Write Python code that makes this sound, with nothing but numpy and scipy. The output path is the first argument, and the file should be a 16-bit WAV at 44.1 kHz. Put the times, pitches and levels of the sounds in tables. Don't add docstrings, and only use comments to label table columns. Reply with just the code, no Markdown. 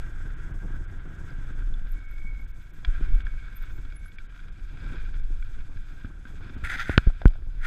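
import sys
import numpy as np
from scipy import signal
from scipy.io import wavfile
from scipy.ndimage import uniform_filter1d

SR = 44100
rng = np.random.default_rng(int(sys.argv[2]) if len(sys.argv) > 2 else 0)


def magnitude_from_level(level_db):
    exponent = np.asarray(level_db, float) / 20
    return 10 ** exponent


def inscribe(sig):
    pcm = np.round(np.clip(np.atleast_2d(sig).T, -1, 1) * 32767)
    wavfile.write(sys.argv[1], SR, pcm.astype(np.int16))


N = 337806

# time in seconds, gust strength in dB, airspeed in dB.
WIND_GUSTS = [(0.0, -31.5, 8.5), (0.42, -37.5, 4), (0.62, -35, 7), (1.2, -42, 4.5), (1.66, -30, 4.5),
              (2.05, -39, -0.5), (2.4, -33.5, 1), (2.72, -45.5, -3), (3.01, -25.5, 1.5), (3.5, -37, -1),
              (3.8, -32.5, -0.5), (4.35, -44, -2.5), (4.88, -34, 6), (5.25, -30, -2.5), (5.85, -41.5, 2),
              (6.61, -38.5, 7), (7.12, -39.5, 0.5), (7.66, -32, -5)]
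# frequency in Hz, density in dB per Hz.
BUFFET_SPECTRUM = [(7.1, -27), (12, 6), (32, 0.5), (41, -5.5), (54, -15), (85, -20.5), (160, -38),
                   (210, -46.5), (350, -120)]
# frequency in Hz, density in dB per Hz.
ROAR_SPECTRUM = [(41, -39.5), (70, 2), (141, -4), (233, -15), (302, -13.5), (421, -22.5), (624, -29),
                 (1200, -31), (1560, -43), (2640, -120)]
# frequency in Hz, density in dB per Hz.
SEAM_SPECTRUM = [(3500, -22.5), (5200, -3), (5900, -5.5), (6500, -0.5), (7200, -7), (7800, -1),
                 (8600, -12.5), (11000, -11.5), (13200, -17), (14500, -14)]
# time in seconds, shaking in dB, looseness from 0 to 1.
ROAD_SURFACE = [(0.0, -55, 0.17), (0.7, -56, 0), (1.56, -57.5, 0.38), (2.4, -63, 0.66), (2.84, -63, 0.65),
                (2.885, -52, 0.52), (3.318, -59, 0.77), (3.704, -57.5, 0.62), (3.99, -64.5, 0.72),
                (4.302, -60, 0.67), (4.65, -63.5, 0.84), (4.92, -52, 0.81), (5.2, -63, 0.88),
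                (5.6, -59, 0.66), (5.69, -65.5, 0.81), (6.04, -58.5, 0.72), (6.13, -65, .4),
                (6.43, -58, 0.82)]
# frequency in Hz, width in Hz, level in dB.
CASE_MODES = [(704, 87, -12.5), (1000, 96, -11.5), (1386, 235, -1.5), (1570, 192, 4), (1910, 210, -8.5),
              (2196, 440, -10.5), (2700, 800, -18), (3417, 710, -13), (4040, 930, -24.5),
              (4830, 940, -23.5), (6620, 1600, -38.5)]
# time in seconds, level in dB, fork ring in dB, low bump in dB.
FRAME_KNOCKS = [(1.2974, -45, -20, -12), (1.5046, -43, -20, -15), (1.6222, -42.5, -18, 2.5),
                (2.8487, -28.5, -3.5, -17), (3.0098, -46, -11, 11), (3.1448, -46, -2.5, -10),
                (3.2047, -40, -7, -15), (3.2678, -34, -11, -14), (3.6377, -41.5, -24, -22),
                (3.6693, -46, -20, -11), (3.851, -45, -6, 1), (3.923, -49, 3, -12), (4.0595, -41, -24, -29),
                (4.1853, -42, 6, -12), (4.393, -46, -3, -7), (4.8468, -48, -14, 10),
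                (4.9233, -40.5, -14, 8.5), (5.1432, -44.5, -5, -6), (5.3044, -60, -5, 14),
                (5.426, -44, 2.5, -17), (5.605, -45, -5, -4), (6.0476, -40, -21, 10.5),
                (6.2538, -39, -29, 2), (6.4138, -45.5, -15, -5), (6.501, -43, -14, 6.5),
                (6.567, -52, -10, 20), (6.641, -40, -9, -26.5)]
# start in seconds, length in seconds, level in dB.
BRAKE_SQUEALS = [(1.963, 0.23, -60), (2.22, .06, -54), (2.298, 0.11, -57), (2.52, 0.2, -69),
                 (3.1, 0.11, -60.5), (3.254, 0.21, -61), (3.52, .18, -63.5), (3.76, .03, -62.5),
                 (3.896, .1, -66), (4.02, 0.079, -62.5)]
# peak in seconds, level in dB, pitch in Hz, glide in Hz per second.
PAD_SQUEAKS = [(1.89, -68, 12300, 5000), (1.92, -58, 12600, 5000), (2.11, -68, 12600, 3000),
               (2.137, -72, 13100, 5000), (2.2, -77, 14000, 9000), (2.411, -71, 13110, 9000),
               (2.46, -70, 13900, 3000), (2.5, -66, 13950, 7000), (2.53, -74, 14350, 3000),
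               (2.626, -73, 13340, 12000), (2.733, -64, 13230, 3000), (2.776, -76, 13870, 8900),
               (3.153, -66, 13200, 100), (3.568, -51.5, 13200, 2000), (3.624, -61, 13460, 2000),
               (3.708, -74, 13720, 9000), (3.74, -68, 14350, 3000), (3.768, -65, 13950, 6000),
               (3.97, -46.5, 10580, 100), (4.061, -61, 10700, 12000), (4.085, -68, 11500, 5000)]
# time in seconds, change in dB of the shaking that gets through.
GLOVE_GRIP = [
    (6.95, 2),
    (6.99, 8),
    (7.124, 0),
    (7.254, -3.5),
    (7.4, -9),
    (7.62, -4),
]
# start in seconds, length in seconds, level in dB, relative grit in dB.
GLOVE_SCRAPES = [
    (6.64, 0.021, -34, -17),
    (6.703, 0.043, -32, -16),
    (6.8, 0.012, -28.5, -12.5),
    (6.883, 0.046, -34.5, -17.5),
    (7.65, .1, -33, -16),
]
# frequency in Hz, density in dB per Hz.
RUB_SPECTRUM = [(500, -29.5), (760, -19), (1130, -24), (1380, 1.5), (2050, -4), (2500, -14), (3000, -28),
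                (5000, -50)]
# frequency in Hz, density in dB per Hz.
GRIT_SPECTRUM = [(2000, -39), (2900, -14), (3400, 1.5), (4300, -9), (5100, -9.5), (5600, -21), (6200, -10),
                 (8000, -33.5)]
# frequency in Hz, density in dB per Hz.
FIZZ_SPECTRUM = [(5000, -25), (7000, -5), (8000, -2), (9000, -9), (10500, -5), (13000, -18), (15000, -24)]
# time in seconds, level in dB, wall pitch in Hz, wall bump in dB.
FINGER_TAPS = [
    (6.8956, -24, 300, 2),
    (7.0683, -43, 229, 17.5),
    (7.1017, -39, 710, 3),
    (7.218, -34, 700, 7),
    (7.235, -48, 589, 8),
    (7.3124, -61, 700, 17),
    (7.3574, -51.5, 695, 10),
    (7.423, -54, 343, 7),
]
# time in seconds, level in dB, rise in ms, hold in ms, fall in ms.
AIR_PUSHES = [
    (2.874, -13.5, 10, 1.6, 3.3),
    (3.136, -8.5, 14, 3.8, 9.4),
    (6.8956, -13.5, 0.3, 0.11, 0.99),
    (6.9783, -1.5, 0.72, 0.32, 1.83),
    (7.064, -15, 7.47, 0.72, 1.1),
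    (7.2559, -1, 1.34, 0.11, 1.17),
]
# time in seconds, level in dB, pitch in Hz, 60 dB decay in seconds.
WALL_SWINGS = [(2.889, -12.5, 30.3, 0.38), (3.01, -36, 16, 0.079), (3.105, -7, 11.4, 0.28),
               (3.16, -13, 19, 0.17), (5.76, -31.5, 110, 0.064), (6.045, -27.5, 99, 0.08),
               (6.565, -26, 73, 0.097), (6.63, -25.5, 74, 0.17), (6.899, -15, 72, 0.052),
               (6.982, -10.5, 49, 0.075), (7.072, -2, 34.2, 0.12), (7.259, 0.5, 39.6, 0.14)]
# time in seconds, ring in dB, ring pitch in Hz, ring decay in ms, crack in dB.
CASE_SLAPS = [(1.7399, -42.5, 3450, 3.2, -62), (1.305, -53, 4900, 1.8, -70), (3.0107, -30, 316, 3.3, -69),
              (5.305, -38.5, 298, 4.3, -75), (6.9784, 4, 2750, 0.33, -39), (6.9798, -1.5, 1500, 1.4, -60),
              (6.9796, -21, 760, 2.2, -70), (6.9802, -22, 4060, 1, -60), (7.2555, -18, 1000, 0.84, -60),
              (7.2565, -14.5, 1506, 2.1, -58), (7.2553, -36, 2400, 1.2, -40.5),
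              (7.2798, -39, 3100, 1.1, -35)]
TREBLE_GAPS = [.355, .528, .866, 2.073, 2.465, 2.53, 2.724, 3.237, 3.98, 4.174, 4.28, 4.51, 5.22, 6.565]

CALM_DB = -58


def evened(x):
    return x / np.sqrt(np.mean(x ** 2) + 1e-20)


def read(points, hz):
    f, value = np.transpose(points)
    return np.interp(np.log(hz + 1), np.log(f + 1), value)


def along(rows, t):
    s, *columns = np.transpose(rows)
    return [np.interp(t, s, c) for c in columns]


def add(mix, s, sound):
    part = mix[round(s * SR):][:len(sound)]
    part += sound[:len(part)]


def drift(width, size=N):
    once = uniform_filter1d(rng.standard_normal(size), int(width))
    return evened(uniform_filter1d(once, int(width)))


def above(x, hz, order=2):
    return signal.sosfiltfilt(signal.butter(order, hz, "high", fs=SR, output="sos"), x)


def during(t, spans, ramp):
    inside = np.any([(t > a) & (t <= b) for a, b in spans], axis=0)
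    return uniform_filter1d(1. * inside, int(ramp))


def surge(t, start, length, db, rise, fall):
    return db - rise * np.maximum(start - t, 0) - fall * np.maximum(t - start - length, 0)


def coloured(x, gain_db):
    hz = abs(np.fft.fftfreq(16384, 1 / SR))
    log_gain = np.log(magnitude_from_level(np.maximum(gain_db(hz), -100)))
    taps = np.fft.ifft(np.exp(np.conj(signal.hilbert(log_gain)))).real[:8192]
    lead = 8192 * (len(x) == N)
    return signal.oaconvolve(np.r_[x[len(x) - lead:], x], taps)[lead:lead + len(x)]


def case_db(hz):
    power = sum(magnitude_from_level(2 * db) / (1 + (2 * (hz - f) / w) ** 2) ** 2.11 for f, w, db in CASE_MODES)
    return 10 * np.log10(power)


def through_case(drive, bright_db):
    body = evened(coloured(drive, case_db))
    return body + (magnitude_from_level(bright_db) - 1) * above(body, 3480)


def ground(t):
    level_db, loose = along(ROAD_SURFACE, t)
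    return level_db + along(GLOVE_GRIP, t)[0], loose


def electronics(t):
    hiss = magnitude_from_level(-80.5) * rng.standard_normal(N)
    pulses = np.exp(2.37 * np.cos(2 * np.pi * (24.0 * t + 0.33)) - 2.5)
    whistle = np.sin(2 * np.pi * np.cumsum(11150 + 120 * drift(60)) / SR)
    trace = magnitude_from_level(-101) * np.sin(2 * np.pi * 9090 * t)
    return hiss + magnitude_from_level(-79.5) * pulses * whistle + trace


def wind(t):
    buffet_db, speed_db = along(WIND_GUSTS, t)
    buffet = evened(coloured(rng.standard_normal(N), lambda hz: read(BUFFET_SPECTRUM, hz)))
    gusts = magnitude_from_level(2.0 * drift(1600) + 2.63 * drift(360))
    roar = evened(coloured(rng.standard_normal(N) * gusts, lambda hz: read(ROAR_SPECTRUM, hz)))
    shaking_db = along(ROAD_SURFACE, t)[0] - CALM_DB
    roar_db = -55 + speed_db + 0.32 * shaking_db
    return magnitude_from_level(buffet_db + 5.5) * buffet + magnitude_from_level(roar_db + 5.5) * roar


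def air(t):
    db = -76 + 0.091 * along(WIND_GUSTS, t)[1] + 0.3 * (ground(t)[0] - CALM_DB)
    db += .6 * np.minimum(along(GLOVE_GRIP, t)[0], 0)
    rush = rng.standard_normal(N) * magnitude_from_level(2.4 * drift(990))
    return magnitude_from_level(db + 3.5) * evened(coloured(rush, lambda hz: read(SEAM_SPECTRUM, hz)))


def grit(per_s, spread_db, length):
    hits = rng.random(N) < per_s / SR
    size = magnitude_from_level(spread_db * np.minimum(rng.exponential(1, N), 4)) * hits
    envelope = signal.oaconvolve(size, np.exp(-np.arange(600) / length))[:N]
    return evened(envelope * rng.standard_normal(N))


def road(t):
    level_db, loose = ground(t)
    bright_db = -13.5 + 21.5 * loose - 0.37 * (level_db - CALM_DB)
    rattle_db = level_db - 30 + 27.5 * loose
    stones = np.clip(.2 + .3 * loose, 0, .9)
    buzz = rng.standard_normal(N) * magnitude_from_level(1.8 * drift(740))
    drive = np.sqrt(1 - stones ** 2) * evened(buzz) + stones * grit(120, 5.6, 140)
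    rattle_hz, width_hz = 2340, 380
    fork = evened(coloured(drive, lambda hz: -20 * np.log10(1 + (2 * (hz - rattle_hz) / width_hz) ** 2)))
    return magnitude_from_level(level_db + 1.2) * through_case(drive, bright_db) + magnitude_from_level(rattle_db - 2.0) * fork


def knock(s, db, fork_db, low_db, bump_hz=247):
    t = np.arange(2000) / SR
    fading = np.exp(-t / .0035) * np.tanh(t / .001)
    phase = rng.random(3)
    upper_db = -7.5 + 0.75 * fork_db
    modes = [(1522 + 67 * rng.standard_normal(), 0), (2298, fork_db), (3350, upper_db)]  # Hz, dB
    ring = sum(magnitude_from_level(d) * np.sin(2 * np.pi * (f * t + p)) for (f, d), p in zip(modes, phase))
    rattle = through_case(rng.standard_normal(len(t)) * fading, upper_db + 15.5)
    bump = np.sin(2 * np.pi * bump_hz * t) * np.exp(-t * bump_hz / 1.3)
    return s - .001, magnitude_from_level(db + 3.0) * (1.03 * ring * fading + 0.074 * rattle + magnitude_from_level(low_db - 3.0) * bump)


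def squeal(t):
    bite_db_per_s, let_go_db_per_s = 250, 300
    db = np.max([surge(t, *row, bite_db_per_s, let_go_db_per_s) for row in BRAKE_SQUEALS], axis=0)
    depth = .5 + .25 * drift(3000)
    judder = 1 + depth * np.cos(2 * np.pi * np.cumsum(52 + 10 * drift(2000)) / SR)
    turns = np.cumsum(2224 + 9 * drift(890) + 12 * drift(146)) / SR
    waver_db = 2.5 * drift(700)
    return np.sqrt(2) * magnitude_from_level(db + waver_db) * judder * np.sin(2 * np.pi * turns)


def squeak(s, db, hz, glide):
    t = np.arange(-.06, .06, 1 / SR)
    turns = np.cumsum(hz + glide * t + 80 * drift(60, size=len(t))) / SR
    flutter = magnitude_from_level(3.1 * drift(80, size=len(t)))
    level_db = surge(t, 0, .002, db - 1, 1400, 1000)
    return s + t[0], np.sqrt(2) * magnitude_from_level(level_db) * flutter * np.sin(2 * np.pi * turns)


def scrapes(t):
    slips = .7 * rng.standard_normal(N) * magnitude_from_level(2.5 * drift(200)) + .45 * grit(900, 3, 50)
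    hiss = rng.standard_normal(N) * magnitude_from_level(1.9 * drift(150))
    tones = [(slips, RUB_SPECTRUM), (slips, GRIT_SPECTRUM), (hiss, FIZZ_SPECTRUM)]
    layers = [evened(coloured(x, lambda hz: read(tone, hz))) for x, tone in tones]
    slide_in, slide_out, last_in = 450, 333, 498
    rises = [slide_in * 3] + [slide_in] * (len(GLOVE_SCRAPES) - 2) + [last_in]
    shapes = np.array([surge(t, s, length, 0, rise, slide_out)
                       for (s, length, *_), rise in zip(GLOVE_SCRAPES, rises)])
    *_, db, grit_db = np.transpose(GLOVE_SCRAPES)[:, :, None]
    first = GLOVE_SCRAPES[0][0]
    worn_db = 20 * np.clip(t - first, 0, .35)
    fizz_db = -56.5 + 0.83 * shapes.max(0) - worn_db
    levels = [(shapes + db).max(0), (shapes + db + grit_db).max(0), fizz_db]
    touching = during(t, [(first - .002, GLOVE_GRIP[1][0]), (GLOVE_GRIP[4][0], 9)], 100)
    return touching * sum(magnitude_from_level(d) * x for d, x in zip(levels, layers))


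def tap(s, db, wall_hz, wall_db):
    return knock(s, db, -20, wall_db, wall_hz)


def push(s, db, rise_ms, hold_ms, fall_ms):
    ms = np.arange(0, 40, 1000 / SR)
    rise = np.sin(np.pi / 2 * np.clip(ms / rise_ms, 0, 1)) ** 2
    fall = np.exp(-(np.maximum(ms - rise_ms - hold_ms, 0) / fall_ms) ** 2)
    return s, -magnitude_from_level(db) * rise * fall


def swing(s, db, hz, t60):
    t = np.arange(0, .35, 1 / SR)
    turns = hz * t / (1 + t / 0.17)
    return s, np.sin(2 * np.pi * turns) * magnitude_from_level(db - 60 * t / t60) * np.tanh(t / 0.00094)


def slap(s, ring_db, hz, ring_ms, crack_db):
    ms = np.arange(0, 15, 1000 / SR)
    ring = -np.sin(2 * np.pi * hz * ms / 1000) * np.exp(-ms / ring_ms) * np.tanh(ms / 0.23)
    crack = signal.lfilter([1], [1, -.6], rng.standard_normal(len(ms))) * np.exp(-ms / .5)
    return s, magnitude_from_level(ring_db) * ring + magnitude_from_level(crack_db) * crack


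def scene():
    t = np.arange(N) / SR
    mix = electronics(t) + wind(t) + air(t) + road(t) + squeal(t) + scrapes(t)
    events = [(knock, FRAME_KNOCKS), (squeak, PAD_SQUEAKS), (tap, FINGER_TAPS),
              (push, AIR_PUSHES), (swing, WALL_SWINGS), (slap, CASE_SLAPS)]
    for source, table in events:
        for row in table:
            add(mix, *source(*row))
    return mix[None]


def top_cut(x):
    return signal.sosfilt(signal.butter(12, 15300, fs=SR, output="sos"), x)


def record(dry):
    t = np.arange(N) / SR
    x = dry / (1 + dry ** 8) ** (1 / 8)
    top = above(x, 12750, order=20)
    power = uniform_filter1d(top[0] ** 2, 1024)
    squeaking = during(t, [(s - .07, s + .05) for s, _, hz, glide in PAD_SQUEAKS if glide > 1000], 1)
    faint = (power < magnitude_from_level(2 * 5) * np.median(power)) & (squeaking < .5)
    flickering = drift(1700) > .2 - .8 * ground(t)[1]
    x = x - uniform_filter1d(1. 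* (faint & flickering), 300) * top
    gaps = during(t, [(s - .012, s + .012) for s in TREBLE_GAPS], 300)
    x = x - .85 * gaps * above(x, 3800, order=6)
    band_limit = signal.firwin(511, 15300, window=("kaiser", 7), fs=SR)
    x = signal.oaconvolve(x, band_limit[None], "same")
    return top_cut(x)


dry = scene()
out = record(dry)
inscribe(out)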